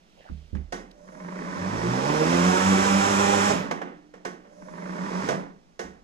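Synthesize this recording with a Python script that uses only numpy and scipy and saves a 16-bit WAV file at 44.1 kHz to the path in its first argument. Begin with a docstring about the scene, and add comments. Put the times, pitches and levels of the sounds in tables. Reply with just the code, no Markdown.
"""In a garage, an electric lawn mower is switched on twice by someone working at its handle with a hand tool.
A clack, then the blade spins up: it knocks once a turn, booms in the deck, hums and throws a rush of air.
The brake stops it hard; the second start is cut short. Struck modes and a noise tail follow each clack.
Dull bumps on the right and light scrapes come mostly at the start. Shaped noise and shaft orders follow
one computed shaft speed, heard by two microphone ports."""
import sys
import numpy as np
from scipy import signal
from scipy.fft import rfft, irfft
from scipy.io import wavfile
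from scipy.ndimage import uniform_filter1d

SR = 44100
rng = np.random.default_rng(int(sys.argv[2]) if len(sys.argv) > 2 else 0)


def file_out(sig):
    """Save sig as 16-bit WAV at sys.argv[1]."""
    # one column per channel
    cols = np.atleast_2d(sig).T
    # limit, then scale
    lim = np.clip(cols, -1, 1)
    pcm = np.round(lim * 32767).astype(np.int16)
    wavfile.write(sys.argv[1], SR, pcm)


N = 266011
TIME, FREQ = np.arange(N) / SR, np.maximum(np.fft.rfftfreq(N, 1 / SR), 1)

# each run of the motor: switched on t/s, brake grabs t/s, brake jolt level/dB, shaft hum level/dB
RUNS = [(0.859, 3.49, -24.5, 0.5), (4.395, 5.287, -27, -15)]
FULL_SPEED = 100.4  # turns per s
RELEASE_S = 0.22  # the motor's pull dies away over this time


def undb(db):
    """Decibels to gain."""
    return 10 ** (np.asarray(db) / 20)


def over_hz(points):
    """Join (f/Hz, value) points on a log-frequency axis."""
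    hz, value = np.transpose(points)
    return np.interp(np.log(FREQ), np.log(np.maximum(hz, 1)), value)


def resonance(hz, width_hz, at_hz=FREQ):
    """Gain of one resonance at the given frequencies."""
    return 1 / np.hypot(1, (at_hz / hz - hz / at_hz) * hz / width_hz)


def resonances(modes):
    """Summed gain of (f/Hz, width/Hz, level/dB) modes, each a squared resonance."""
    return sum(undb(db) * resonance(hz, width) ** 2 for hz, width, db in modes)


def below(hz):
    """Gain of a steep low-pass."""
    return 1 / np.hypot(1, (FREQ / hz) ** 6)


def above(hz):
    """Gain of the matching high-pass."""
    return np.sqrt(1 - below(hz) ** 2)


def noise(gain):
    """Two unrelated noises of rms 1 with this gain over frequency."""
    x = irfft(rfft(rng.standard_normal((2, N))) * gain, N)
    return x / x.std()


def walk(rate):
    """Two random wanderings of spread 1, no faster than about rate Hz."""
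    return noise(below(rate))


def fade(start, t60, rise=0.00055):
    """Envelope of something struck at start: a quick rise, then an exponential decay."""
    age = np.maximum(TIME - start, 0)
    return (1 - np.exp(-age / rise)) * undb(-60 * np.minimum(age / t60, 4))


def ramp(x, lo, hi):
    """Straight line from 0 at lo to 1 at hi, held beyond."""
    return np.clip((x - lo) / (hi - lo), 0, 1)


def standing_waves(spacing_hz, depth_db):
    """Reflections in the garage lift and sink narrow bands; gliding tones swell as they cross them."""
    knots = np.arange(0, SR / 2 + 100, spacing_hz)
    gain = undb(depth_db * np.interp(FREQ, knots, rng.standard_normal(len(knots))))
    return gain / np.sqrt(np.mean(gain ** 2))


def still_garage():
    """The faint noise floor of the still garage."""
    # colour: f/Hz, relative level/dB
    garage_colour = [(25, -0.5), (50, -2.5), (85, -18.5), (175, -1), (400, -11), (700, -13.5),
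                     (1000, -20.5), (2200, -24), (4000, -27), (6300, -28), (10000, -41.5), (15000, -53)]
    return undb(-61.5) * noise(undb(over_hz(garage_colour)))


def early_hiss():
    """A faint treble hiss swells and sinks around 0.3 s: band noise under a bell-shaped envelope."""
    # middle t/s, level/dB, half-length to 1/e /s, centre f/Hz, width/Hz
    hiss_swell = (0.3, -68, 0.35, 3000, 3200)
    middle, db, length, hz, width = hiss_swell
    return undb(db) * np.exp(-((TIME - middle) / length) ** 2) * noise(resonance(hz, width) ** 2)


def bumps(thud_t60=0.2):
    """Dull bumps on the right: a low thud and a few booming modes, some damped sooner than others."""
    # soft bumps: t/s, relative level/dB, ring t60/s
    bump_list = [(0.297, -31, 0.36), (0.527, -25, 0.27), (.555, -32.5, 0.16), (.597, -40, 0.16),
                 (5.829, -48.5, 0.37)]
    # what a bump rings with: f/Hz, relative level/dB, share of the ring t60
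    bump_modes = [(40, -17, 4.5), (71.5, 3, 1.1), (154, -8.5, 1.2), (191, -1.5, 0.54)]
    thud_colour = [(20, -39), (45, 7.5), (80, 1.5), (115, -22), (175, -2.0), (300, -10.5), (600, -30.0),
                   (2000, -78)]
    thud = noise(undb(over_hz(thud_colour)))
    out = 0
    for start, db, ring_t60 in bump_list:
        boom = 0
        for hz, mode_db, share in bump_modes:
            tone = np.sin(2 * np.pi * hz * (TIME - start))
            boom = boom + undb(mode_db) * tone * fade(start, share * ring_t60, rise=0.027)
        struck = undb(-1.5) * thud * fade(start, thud_t60, rise=0.002)
        out = out + undb(db) * (struck + undb(3.0) * boom)
    return out * undb(np.array([[-7], [3.5]]))  # left, right


def scrapes_and_ticks(grain_db=4, rise_s=0.002):
    """Light scrapes at the start, then short ticks and knocks as the mower starts up: grainy bursts of band noise."""
    # scrapes, ticks and knocks: t/s, relative level/dB, decay to 1/e /s, centre f/Hz, width/Hz
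    burst_list = [(0.17, -52, 0.065, 545, 200), (0.19, -60, 0.053, 2780, 700),
                  (0.208, -56.5, 0.044, 1870, 350), (0.21, -60, 0.008, 2620, 500),
                  (0.25, -49, 0.035, 645, 380), (0.265, -48.5, 0.016, 1550, 600),
                  (0.286, -55.5, 0.025, 1350, 800), (0.565, -54, 0.025, 2000, 1200),
                  (0.91, -49, 0.0049, 3640, 3000), (1.073, -49, 0.012, 1320, 1110),
                  (1.121, -48, .007, 1700, 1200), (4.446, -46, .012, 715, 480)]
    bursts = 0
    for start, db, length, hz, width in burst_list:
        envelope = fade(start, length * np.log(1000), rise=rise_s)
        bursts = bursts + undb(db) * envelope * noise(resonance(hz, width) ** 2)
    return bursts * undb(grain_db * walk(170)[0] - 4.5)


def clacks(crack_t60=0.038, room_t60=0.46, treble_t60=0.32, low_t60=0.6, low_late_s=0.0036, build_cycles=1.8):
    """Each clack: a short crack, the mower's struck modes, and the garage's tail; the lows swell late."""
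    # clacks of the switch, the mechanism and the tool: t/s, relative ring level/dB,
    # relative noise level/dB, treble over that noise/dB, crack over the tail/dB
    clack_list = [(0.552, -48, -51, -17.5, 14.5), (0.725, -26, -34, -10.5, 7.5),
                  (3.713, -28.5, -30.5, -18, 14), (3.818, -31, -40, -26, 16), (3.875, -59, -49, -39, 6),
                  (4.14, -58, -48, -19.5, 9), (4.252, -25, -34.5, -12.5, 9.5), (4.446, -64, -56, -32, -5),
                  (5.289, -23, -27.5, -13.5, 11), (5.794, -26.5, -35, -10.5, 7.5)]
    # colour of a clack: f/Hz, relative level/dB
    clack_colour = [(90, -43), (170, 9), (380, 4.5), (480, 1), (600, -10), (720, -6), (950, -13),
                    (1500, -15), (1900, -14.5), (2550, -24), (3100, -24.5), (4300, -26.5), (6000, -21.5),
                    (8700, -33.5), (15000, -53)]
    # what the mower rings with when struck: f/Hz, relative level/dB, t60/s
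    body_modes = [(184.8, 4.5, 0.52), (273.3, 5, 0.17), (356.7, 7.5, 0.29), (418, -7, 0.55),
                  (453, 5.5, 0.2), (508, -2.5, 0.25), (698, 6, 0.15), (1102, -1.5, 0.33), (1508, 0.5, 0.31),
                  (1680, -2, 0.24), (1876, 1.5, 0.14), (1870, -7, 0.44), (2116, -7, 0.36),
                  (2808, -17, 0.15)]
    colour = undb(over_hz(clack_colour))
    low = noise(colour * below(570))
    middle = noise(colour * above(491) * below(3400))
    treble = noise(colour * above(2640))
    age = TIME[:SR]
    out = np.zeros((2, N))
    for start, ring_db, body_db, treble_db, crack_db in clack_list:
        crack = undb(crack_db) * fade(start - .002, crack_t60, rise=0.0012)
        out += undb(body_db - 6.0) * low * fade(start + low_late_s, low_t60, rise=0.0022)
        out += undb(body_db - 5.0) * middle * (crack + fade(start, room_t60, rise=0.0027))
        out += undb(body_db + treble_db - 0.5) * treble * (crack + fade(start, treble_t60, rise=0.0077))
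        ring = 0
        for hz, db, t60 in body_modes:
            # each strike detunes the mode slightly and starts it at its own phase
            cycles = hz * age * (1 + 0.004 * rng.standard_normal()) + rng.random()
            build = 1 - np.exp(-age * hz / build_cycles)
            ring = ring + undb(db - 60 * age / t60) * build * np.sin(2 * np.pi * cycles)
        first = int(start * SR)
        out[:, first:first + SR] += undb(ring_db - 20.5) * ring[:N - first]
    return out


def blade_ring(start=3.8, hz=300, t60=4):
    """The steel blade rings on faintly after the brake has grabbed: one slowly decaying sine."""
    return undb(-55.0) * np.sin(2 * np.pi * hz * TIME) * fade(start, t60, rise=0.035)


def brake_jolts(t60=0.43):
    """Each time the brake grabs, the whole chassis shudders: low noise that dies away."""
    shudder_colour = [(60, -42), (100, -10), (165, 10.5), (250, -10), (450, 3.0), (650, 3.5), (1000, -35),
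                      (3000, -60)]
    shudder = noise(undb(over_hz(shudder_colour)))
    return shudder * sum(undb(db) * fade(off, t60, rise=0.0017) for _, off, db, _ in RUNS)


def shaft():
    """Speed (turns per s), angle (turns) and the motor's pull (0-1): a steady climb, a level top, a hard stop."""
    # the climb hesitates: t/s after switch-on, half-length to 1/e /s, speed lost/(turns per s)
    hesitation = (1.12, .22, 2.2)
    slow_at, slow_s, lost = hesitation
    spin_up_rate = 61  # turns per s, each s: the controller raises the speed steadily
    level_off = 7.6  # sharpness of the bend into full speed
    waver_hz, waver_share = 9, .007  # the fast shaft wavers by this share of its speed
    brake_delay_s, brake_s = 0.0276, 0.5  # delay before the brake bites, time constant of its drag
    friction = 100 * brake_s  # dry friction slows the shaft by a further 100 turns per s, each s
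    speed, turns, pulling = np.zeros((3, N))
    for on, off, _, _ in RUNS:
        climb = spin_up_rate * np.clip(TIME - on, 0, off - on)
        driven = climb / (1 + (climb / FULL_SPEED) ** level_off) ** (1 / level_off)
        driven = driven - lost * np.exp(-((climb / spin_up_rate - slow_at) / slow_s) ** 2)
        driven = driven * (1 + waver_share * walk(waver_hz)[0] * ramp(driven, 38.4, 60.7))
        braked_s = np.maximum(TIME - off - brake_delay_s, 0)
        run = np.maximum((driven + friction) * np.exp(-braked_s / brake_s) - friction, 0)
        speed = speed + run
        turns = turns + np.cumsum(run) / SR * (run > 0)
        pulling = pulling + (TIME > on) * (1 - ramp(TIME, off, off + RELEASE_S))
    return speed, turns, pulling


def loudness(law, speed, pulling):
    """Level in dB of a layer that grows as a power of the speed and changes as the motor's pull dies away."""
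    full_db, slope_db, released_db = law
    return full_db + slope_db * np.log10(np.maximum(speed / FULL_SPEED, 1e-4)) + released_db * (1 - pulling)


def shaft_tone(turns, order, smear):
    """One multiple of the shaft rate: a steady part and a share smeared by turbulence."""
    smear = np.clip(smear, 0, .9)
    angle = 2 * np.pi * (order * turns + rng.random())
    steady = np.sqrt(2 * (1 - smear ** 2)) * np.sin(angle)
    return steady + smear * (walk(24 + order) * np.sin(angle) + walk(11 + 2 * order) * np.cos(angle))


def drive_whine(speed, pulling, buzz_db=-56.5, glide_hz=40):
    """As the motor pulls up from rest, its controller sings and hisses faintly; the housing buzz rises a little."""
    starting = pulling * ramp(speed, 1, 15.0) * (1 - ramp(speed, 33.0, 69))
    whine = undb(-77.5) * ramp(speed, 0, 21) * noise(resonance(9950, 200) ** 2)
    sizzle = undb(-68.5) * noise(resonance(6000, 2700) ** 2)
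    buzz_hz = 575 + glide_hz * ramp(speed, 3.32, 17)
    buzz = undb(buzz_db) * shaft_tone(np.cumsum(buzz_hz) / SR, 1, 0.65)
    rough = undb(-56) * noise(resonance(548, 150) ** 2)
    return starting * (whine + sizzle + buzz + rough)


def hum(speed, turns, pulling, waver=0.26, smear_per_order=0.089, upper_db=-2.0, released_db=-30,
        third_throb=0.26, third_smear=0.28, beat_db=2.0):
    """Shaft orders, the second strongest from the two blade ends, beating on the climb; they fade with the pull."""
    # weaker tones: multiple of the shaft rate, relative level/dB
    weaker_tones = [(1, -45.5), (4, -38.5), (5, -41), (6, -40.5), (7, -46), (8, -37.5), (10, -40.5),
                    (12, -42), (14, -41.5), (16, -45), (18, -45), (20, -48.5), (24, -46)]
    # resonances that lift the tones gliding through: f/Hz, width/Hz, level/dB
    lifts = [(100, 8, -3), (125, 3.2, -12.5), (176.3, 10, 6), (192.2, 10.2, 3), (256.8, 8.7, 17),
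             (289, 8.6, 2), (353, 25, 4), (461, 23, 5.5), (528, 20, -6), (596, 19, -4.5), (820, 40, -1.5),
             (1035, 32, 2.5)]
    blade_db, third_db = -35, -43  # second and third order, relative levels
    surge_hz, surge_db = 8, 2.8  # each weaker tone swells and sinks on its own
    # the blade tone throbs while the speed settles: strongest at, lasting about, rate, depth
    throb_at_s, throb_span_s, throb_hz, throb_depth_db = 2.712, 0.48, 4.18, 5

    drive = (speed / FULL_SPEED) ** 0.27 * undb(released_db * (1 - pulling))
    sounding = 0
    for on, off, _, hum_db in RUNS:
        fading = 1 - ramp(TIME, off + RELEASE_S, off + 2 * RELEASE_S)
        sounding = sounding + undb(hum_db) * (TIME > on) * fading
    drive = drive * sounding

    upper = 0
    for order, db in weaker_tones:
        surge = undb(db + surge_db * walk(surge_hz)[0])
        upper = upper + surge * shaft_tone(turns, order, waver + smear_per_order * order)
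    upper = rfft(drive * ramp(speed, 43.0, 81) * upper)
    upper = upper * above(39) * standing_waves(spacing_hz=7.7, depth_db=3.5)

    settling = TIME - throb_at_s
    throb_db = throb_depth_db * np.cos(2 * np.pi * throb_hz * settling)
    throb_db = throb_db * np.exp(-(settling / throb_span_s) ** 4)
    blade = undb(blade_db + throb_db) * shaft_tone(turns, 2, waver)
    # the extra smear of the third order grows as the speed falls from 110 to 96 turns per s
    third = shaft_tone(turns, 3, waver + third_smear * ramp(speed, 110, 96))
    third = undb(third_db + third_throb * throb_db) * third
    beating = undb(beat_db * walk(9.7)[0] * (1 - ramp(speed, 68, 83)))
    main = rfft((blade + third) * drive * ramp(speed, 39.3, 72.4) * beating)
    lift = 1 + resonances(lifts)
    return irfft(main * lift + undb(upper_db) * upper * lift ** above(244), N)


def knocks(turns, speed, knock_s=0.0065, soft_s=0.0017, rebound=0.27, scatter_db=0.8):
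    """The slow shaft knocks once a turn and rebounds half a turn later, varying in size; speed blurs the knocks."""
    halves = 2 * (turns + 0.45)
    stroke = halves.astype(int)
    size = undb(scatter_db * rng.standard_normal(2048))[stroke] * np.where(stroke % 2, rebound, 1)
    since = halves % 1 / np.maximum(2 * speed, 1)  # s since the last stroke
    blur = 1 / (1 + (speed / 39) ** 4)
    return size * np.exp(-since / knock_s) * (1 - np.exp(-since / soft_s)) * blur * (speed > 0)


def clatter(speed, turns, pulling):
    """Each knock of the shaft rings the housing briefly: resonant noise gated by the knocks."""
    # housing resonances: f/Hz, width/Hz, relative level/dB
    housing_modes = [(970, 170, 1.5), (1460, 240, -3), (1780, 220, -9), (2160, 140, -6)]
    # relative level: at full speed/dB, per tenfold speed/dB, level change as the motor's pull dies away/dB
    clatter_law = (-18, 37, -22)
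    housing = noise(resonances(housing_modes))
    return housing * knocks(turns, speed) * undb(loudness(clatter_law, speed, pulling))


def knocking(turns, speed, depth=2.3, rattle_db=1.2):
    """The rush of air flutters with the knocks and rattles a little, its level evened over 0.1 s."""
    rattle = undb(rattle_db * walk(160)[0] * (1.0 - ramp(speed, 53, 95)))
    gate = (1 + depth * knocks(turns, speed)) * rattle
    return gate / np.sqrt(uniform_filter1d(gate ** 2, size=4410))


def air(speed, turns, pulling, chop=0.092):
    """Air torn by the blade tips pulses at each blade pass; a higher hiss band opens near full speed."""
    # air under the deck with the blade slow: f/Hz, relative level/dB
    slow_air = [(140, -21), (240, -2), (350, -3.5), (480, -6.5), (600, -7), (740, -14.5), (1020, -6.5),
                (1300, -15), (1900, -14.5), (3000, -32), (4400, -33), (5700, -29.5), (7500, -35.5),
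                (10000, -45), (12000, -54.5), (15000, -64)]
    # air under the deck with the blade at full speed: f/Hz, relative level/dB
    fast_air = [(200, -24), (320, -2.5), (365, -8), (425, -6.5), (520, -2.5), (605, 1), (680, -12),
                (800, -2.5), (1050, -2), (1600, -6), (2500, -10.5), (3400, -15), (4600, -20), (5600, -13.5),
                (7500, -14), (8600, -23), (10500, -27.5), (12800, -39.5), (15000, -59)]
    # turbulence behind the fast blade: f/Hz, relative level/dB
    buffet_colour = [(25, -20), (55, 2.5), (100, 5), (150, 8), (250, 14.5), (450, 3.5), (700, -31.5)]
    # relative levels of rush and hiss: at full speed/dB, per tenfold speed/dB,
    # level change as the motor's pull dies away/dB
    rush_law = (-27, 32.6, -7)
    hiss_law = (-34.5, 48.8, -13)
    ripple = standing_waves(spacing_hz=23.98, depth_db=1.6)
    slow, fast = undb(over_hz(slow_air)) * ripple, undb(over_hz(fast_air)) * ripple
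    # the slow colour gives way to the fast one, the treble later than the rest
    full, shrill = ramp(speed, 43.0, 89.4), ramp(speed, 82.6, 94.0)
    rush = np.sqrt(1 - full) * undb(2.0) * noise(slow * below(4300))
    rush = rush + np.sqrt(full) * undb(-2.0) * noise(fast * below(3930))
    hiss = np.sqrt(1 - shrill) * undb(0.08) * noise(slow * above(2730))
    hiss = hiss + np.sqrt(shrill) * noise(fast * above(3060))
    rush = rush * undb(loudness(rush_law, speed, pulling)) * ramp(speed, 0.93, 24) * knocking(turns, speed)
    hiss = hiss * undb(loudness(hiss_law, speed, pulling))
    passes = 1 + chop * np.cos(4 * np.pi * turns)  # two blade ends a turn
    buffet = noise(undb(over_hz(buffet_colour))) * undb(-38.0) * ramp(speed, 57, 78)
    return passes * (rush + hiss) + buffet


def deck(speed, turns, pulling, evenness=0.19, random_db=-3.5, swell_db=-5.5, swell_hz=182,
         swell_width_hz=17, ring_s=0.023):
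    """The deck booms at its own pitch, struck once a turn, swells when blows fall in step, and calms at speed."""
    # deck resonances: f/Hz, width/Hz, relative level/dB
    deck_modes = [(182.2, 22, -1), (279, 22, -12)]
    # relative level: at full speed/dB, per tenfold speed/dB, level change as the motor's pull dies away/dB
    deck_law = (-23.5, 30.9, -2.5)
    boom = noise(resonances(deck_modes))
    # even out part of the boom's random swings
    swing = np.sqrt(uniform_filter1d(boom.mean(axis=0) ** 2, size=1500))
    boom = boom / (swing + 0.056) ** evenness
    # one impulse a turn drives the main mode
    blows = np.clip(np.diff(np.floor(turns + 0.45), prepend=0), 0, 1) / np.sqrt(speed + 1) * (speed < 75)
    detuning = (FREQ / swell_hz - swell_hz / FREQ) * swell_hz / swell_width_hz
    swell = irfft(rfft(blows) / (1 + 1j * detuning) ** 2, N)
    calming = 1 - pulling ** 4 * ramp(speed, 39, 84.5)
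    shake = undb(loudness(deck_law, speed, pulling)) * calming
    # the boom cannot stop faster than the deck rings down
    step = 1 / (ring_s * SR)
    ringing = signal.lfilter([step], [1, step - 1], shake)
    boom = undb(random_db) * boom / boom.std()
    swell = undb(swell_db) * pulling * ramp(speed, 3, 23) * swell / swell.std()
    return np.maximum(shake, ringing) * (boom + swell)


def ports(pair):
    """Sound from one side reaches the ports at different times and levels; the diffuse part is unrelated."""
    # left minus right: f/Hz, level/dB
    port_balance = [(60, -0.5), (110, -0.5), (200, -1.5), (380, -5.5), (700, -9.0), (1290, -5.5),
                    (2380, -4.0), (4400, -7.0), (8120, -4.5), (15000, 1)]
    # lead of the left port: f/Hz, phase/rad
    port_phase = [(50, -.2), (200, -.55), (520, -1.3), (950, -3.7), (2760, -4.6), (4600, -5.6),
                  (5000, -8.2), (6000, -8.8), (6400, -6.5), (8000, -6.3)]
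    # likeness of the two ports: f/Hz, share 0-1
    port_likeness = [(30, .1), (70, 0.046), (150, 0.62), (300, 1), (550, 0.71), (2000, 0.76), (5000, 0.33),
                     (9000, 0.73)]
    one, other = rfft(pair)
    like = np.clip(over_hz(port_likeness), 0, 1)
    right = undb(-over_hz(port_balance)) * np.exp(-1j * over_hz(port_phase))
    # keeps the level of the two ports' sum
    centre = np.sqrt(1 + np.abs(right) ** 2 + 2 * like * right.real) / 2
    diffuse = (other - one) / np.sqrt(2)
    common = (other + one) / np.sqrt(2)
    shared, apart = np.sqrt((1 + like) / 2) * common, np.sqrt((1 - like) / 2) * diffuse
    return irfft(np.array([shared + apart, right * (shared - apart)]) / centre, N)


def scene():
    """The mower, its clacks and the handling noises over the still garage."""
    background = still_garage() + early_hiss() + scrapes_and_ticks()
    background = background + clacks() + blade_ring() + brake_jolts()
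    speed, turns, pulling = shaft()
    mower = drive_whine(speed, pulling) + hum(speed, turns, pulling) + clatter(speed, turns, pulling)
    mower = mower + air(speed, turns, pulling) + deck(speed, turns, pulling)
    mower = mower * undb(0.5 * (TIME > RUNS[1][0]))  # the second run is half a dB louder
    return ports(background + mower) + bumps()


def record(dry):
    """The camera cuts the top: a steep elliptic low-pass at 14.9 kHz."""
    return signal.sosfilt(signal.ellip(8, .2, 70, 14900, fs=SR, output="sos"), dry)


dry = scene()
out = record(dry)
file_out(out)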